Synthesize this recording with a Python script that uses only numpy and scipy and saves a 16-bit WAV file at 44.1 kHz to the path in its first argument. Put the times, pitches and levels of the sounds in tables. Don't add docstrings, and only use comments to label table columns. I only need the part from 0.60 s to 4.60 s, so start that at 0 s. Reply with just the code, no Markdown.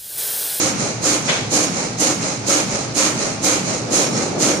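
import sys
import numpy as np
from scipy import signal
from scipy.fft import rfft, irfft
from scipy.io import wavfile

SR = 44100
rng = np.random.default_rng(int(sys.argv[2]) if len(sys.argv) > 2 else 0)


def to_wav(sig):
    pcm = np.clip(np.atleast_2d(sig), -1, 1) * 32767
    pcm = np.round(pcm).astype(np.int16)
    wavfile.write(sys.argv[1], SR, pcm.T)


N = 176400
T, HZ = np.arange(N) / SR, np.fft.rfftfreq(N, 1 / SR)

# t/s, rasp/dB, tear/dB, ring/dB, upstroke/dB
STROKES = [(-.04, -.5, -.5, 0, 0), (.433, 0, -.5, -1, 0), (.916, 0, -.5, 0, 0), (1.393, -.6, -.5, 0, 0),
           (1.873, 0, 1, 1, -.5), (2.357, .3, 1.3, -.5, .5), (2.833, -.3, 1, 0, 0),
           (3.317, -.3, -.5, -.5, .5), (3.798, -1, -.5, -.5, 0)]


def amp(db):
    return 10 ** (np.asarray(db) / 20)


def unit(x):
    return x / np.sqrt(np.mean(x ** 2) + 1e-20)


def read(points, hz):
    f, value = np.transpose(points)
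    return np.interp(np.log(hz + 1), np.log(f), value)


def colour(x, spectrum, edge_db_per_octave=-30):
    octaves_outside = abs(np.log2((HZ + 1) / np.clip(HZ + 1, spectrum[0][0], spectrum[-1][0])))
    gain = amp(read(spectrum, HZ) + edge_db_per_octave * octaves_outside)
    return unit(irfft(rfft(x) * gain, N))


def wander(rate_hz):
    return unit(irfft(rfft(rng.standard_normal(N)) * np.exp(-(HZ / rate_hz) ** 2), N))


def tone(hz, width_hz, waver_hz=25):
    cycles = np.cumsum(hz + width_hz * wander(waver_hz)) / SR
    return np.sqrt(2) * np.sin(2 * np.pi * (cycles + rng.random()))


def pair(x):
    # f/Hz, likeness (0 to 1)
    likeness = [(30, .9), (70, .97), (125, .95), (250, .74), (500, .62), (750, .4), (1050, 0), (14000, 0)]
    a, b = rfft(x)
    same = read(likeness, HZ)
    mid, side = a * np.sqrt((1 + same) / 2), b * np.sqrt((1 - same) / 2)
    return irfft(np.array([mid + side, mid - side]), N)


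def room_noise(spectrum):
    return colour(pair(rng.standard_normal((2, N))), spectrum)


def linger(level, tail_db, t60_s):
    keep = np.exp(-np.log(1e6) / (t60_s * SR))
    tail = signal.lfilter([1 - keep], [1, -keep], level ** 2)
    return np.sqrt((level ** 2 + amp(tail_db) ** 2 * tail) / (1 + amp(tail_db) ** 2))


def arch(x, echo_db=-7, spread_s=.04, count=24):
    echoes = sum(rng.choice([-1, 1]) * np.roll(x, int(rng.random() * spread_s * SR))
                 for _ in range(count))
    return x + amp(echo_db) * echoes / np.sqrt(count)


def each_stroke(shape, levels_db):
    delay, attack, hold, sag, release = shape
    level = np.zeros(N)
    for (start, *_), db in zip(STROKES, levels_db):
        t = T - start - delay
        gate = np.clip(t / attack, 0, 1) * np.clip(1 - (t - attack - hold) / release, 0, 1)
        level += np.sin(gate * np.pi / 2) ** 2 * amp(db + sag * np.clip(t - attack, 0, 1))
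    return level


def blows(events, rise_s, t60_s):
    return sum(np.clip((T - start) / rise_s, 0, 1) * amp(db - 60 * np.maximum(T - start, 0) / t60_s)
               for start, db in events)


def splinters(spectrum, per_s, spread_db):
    sides = []
    for _ in range(2):
        clicks = rng.standard_normal(N) * (rng.random(N) < per_s / SR)
        sizes = amp(spread_db * np.minimum(rng.exponential(1, N), 4))
        sides.append(arch(clicks * sizes))
    return colour(pair(sides), spectrum)


def blades():
    # f/Hz, level/dB
    rasp_colour = [(800, -30), (3000, -17), (3700, -15), (4050, -7.5), (4600, -9), (5700, -5.5),
                   (6550, 1.5), (7200, -4), (8400, -12.3), (9200, -11), (10500, -18.5), (12300, -26),
                   (14000, -46)]
    tear_colour = [(200, -14), (600, -1), (900, -1), (1080, 1), (1350, 1.5), (1750, -4.5), (2200, 0),
                   (2800, -4.5), (3400, -6), (5000, -8), (9000, -24)]
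    back_colour = [(300, -12), (700, -3), (950, -2), (1250, 1.5), (1750, -5.5), (2200, 0), (2900, -7),
                   (3700, -9), (4000, 0), (4700, -2.5), (5500, 0), (6550, 6), (7400, -1.5), (8400, -9),
                   (9100, -5), (10300, -19), (12000, -33), (13000, -56)]
    # delay/s, rise/s, hold/s, sag/(dB/s), fade/s
    rasp_shape = (-.028, .06, .07, -68, .095)
    tear_shape = (-.02, .066, .055, -14, .105)
    back_shape = (.166, .098, .035, -38, .14)
    _, rasp_db, tear_db, _, back_db = np.transpose(STROKES)
    flicker = amp(.4 * wander(70))
    rasp = splinters(rasp_colour, per_s=16000, spread_db=1.3)
    rasp *= linger(each_stroke(rasp_shape, rasp_db), tail_db=-2.5, t60_s=.45)
    tear = splinters(tear_colour, per_s=8000, spread_db=1.4)
    tear *= linger(each_stroke(tear_shape, tear_db), tail_db=-2.5, t60_s=.65)
    back = splinters(back_colour, per_s=10000, spread_db=1.7)
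    back *= linger(each_stroke(back_shape, back_db), tail_db=-2.5, t60_s=.55)
    return flicker * (amp(-14.3) * rasp + amp(-22) * tear + amp(-22.1) * back)


def frame():
    # f/Hz, waver/Hz, level/dB
    notes = [(299, 2.5, -27.4), (322, 3, -32.5), (476, 10, -38), (517, 12, -38), (540, 7, -32.7),
             (764, 7, -38.5)]
    # f/Hz, level/dB
    log_colour = [(90, -30), (170, -6), (250, 0), (350, 0), (430, -3), (535, 2.5), (620, -2), (690, -9),
                  (790, -6), (1000, -16), (2000, -30)]
    slide_colour = [(130, -20), (265, -1), (340, -5), (410, 0), (470, -3), (550, 2), (700, -6), (820, -6),
                    (1200, -24)]
    # delay/s, rise/s, hold/s, sag/(dB/s), fade/s
    ring_shape = (-.012, .036, .075, -3, .11)
    log_shape = (-.012, .028, .08, -18, .15)
    slide_shape = (.2, .07, .04, -20, .12)
    _, _, _, ring_db, back_db = np.transpose(STROKES)
    ring = sum(amp(db) * tone(hz, width) for hz, width, db in notes) * each_stroke(ring_shape, ring_db)
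    shake = amp(-24.7 + .9 * wander(50)) * room_noise(log_colour) * each_stroke(log_shape, ring_db)
    slide = amp(-26.5) * room_noise(slide_colour) * each_stroke(slide_shape, back_db)
    return ring + shake + slide


def drive():
    # f/Hz, level/dB
    rumble_colour = [(20, -24), (45, -12.5), (88, -14), (118, 0), (165, 0), (270, -2.5), (400, -6.5),
                     (700, -9.5), (820, -7.5), (950, -14), (1300, -13.5), (1750, -18.5), (2300, -15.5),
                     (3400, -23), (4100, -18), (6200, -17), (8500, -31), (9500, -31), (11000, -52)]
    bottom_colour = [(80, -34), (116, -3), (150, -2), (195, 1), (270, -4), (360, -14), (700, -32)]
    heavy_colour = [(70, -25), (130, -4), (220, -2), (340, 1), (560, -2.5), (800, -8), (1400, -18),
                    (3000, -34)]
    # delay/s, rise/s, hold/s, sag/(dB/s), fade/s
    bottom_shape = (.138, .055, .07, -22, .07)
    top_shape = (.365, .035, .03, -36, .13)
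    # t/s, level/dB
    build = [(0, -25), (2.8, -18), (3.2, -8), (3.38, -1), (3.6, 0), (3.72, -2), (3.86, 2), (4, 0)]
    even_db = np.zeros(len(STROKES))
    rumble = amp(-27.6) * room_noise(rumble_colour) * amp(.8 * wander(15))
    bottom = amp(-27.2) * room_noise(bottom_colour) * each_stroke(bottom_shape, even_db)
    top = amp(-32) * tone(hz=117, width_hz=6) * each_stroke(top_shape, even_db)
    build_db = np.interp(T, *np.transpose(build))
    heavy = room_noise(heavy_colour) * amp(-24.7 + build_db + 1.4 * wander(30))
    return rumble + bottom + top + heavy


def squeaks():
    # t/s, length/s, level/dB
    events = [(.07, .07, -34), (.655, .04, -31), (1.02, .09, -32), (3.41, .1, -33), (3.51, .09, -32),
              (3.94, .06, -33.5)]
    level = sum(amp(db) * np.sin(np.pi * np.clip((T - start) / length, 0, 1))
                for start, length, db in events)
    return arch(tone(hz=5545, width_hz=52, waver_hz=130)) * linger(level, tail_db=-6, t60_s=.3)


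def crack():
    # f/Hz, level/dB
    crack_colour = [(200, -10), (500, -1), (1000, -2.5), (1500, 0), (2200, 3), (2800, -.5), (3350, 2.5),
                    (4600, -5), (7000, -10), (10000, -27)]
    # t/s, level/dB
    snaps = [(.677, -16), (.688, -11), (.725, -20.5), (.76, -22.5)]
    level = linger(blows(snaps, rise_s=.008, t60_s=.14), tail_db=1.5, t60_s=.5)
    return splinters(crack_colour, per_s=6000, spread_db=1.8) * level


def bites():
    # f/Hz, level/dB
    spit_colour = [(4000, -14), (6500, 0), (8000, -2), (10000, -8), (14000, -19)]
    # t/s, level/dB
    catches = [(1.397, -17), (2.838, -17)]
    return splinters(spit_colour, per_s=8000, spread_db=1.5) * blows(catches, rise_s=.008, t60_s=.16)


def scene():
    # f/Hz, left minus right/dB
    balance = [(30, -7), (65, -3.5), (125, -.2), (500, 0), (1100, 1.4), (2300, .8), (3500, -2), (5000, -5),
               (6500, -7.5), (8000, -5), (9100, -7.5), (11000, -6)]
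    side_gains = np.array([amp(read(balance, HZ)), np.ones(len(HZ))])
    side_gains /= np.sqrt(np.mean(side_gains ** 2, axis=0))
    saw = blades() + bites() + frame() + drive() + squeaks()
    return irfft(rfft(saw) * side_gains, N) + crack()


def record(dry):
    ceiling, cutoff_hz = .95, 13800
    rounded = dry / (1 + (dry / ceiling) ** 8) ** (1 / 8)
    lowpass = signal.firwin(511, cutoff_hz, window=("kaiser", 9), fs=SR)
    return signal.oaconvolve(rounded, lowpass[None], "same")


dry = scene()
out = record(dry)
to_wav(out)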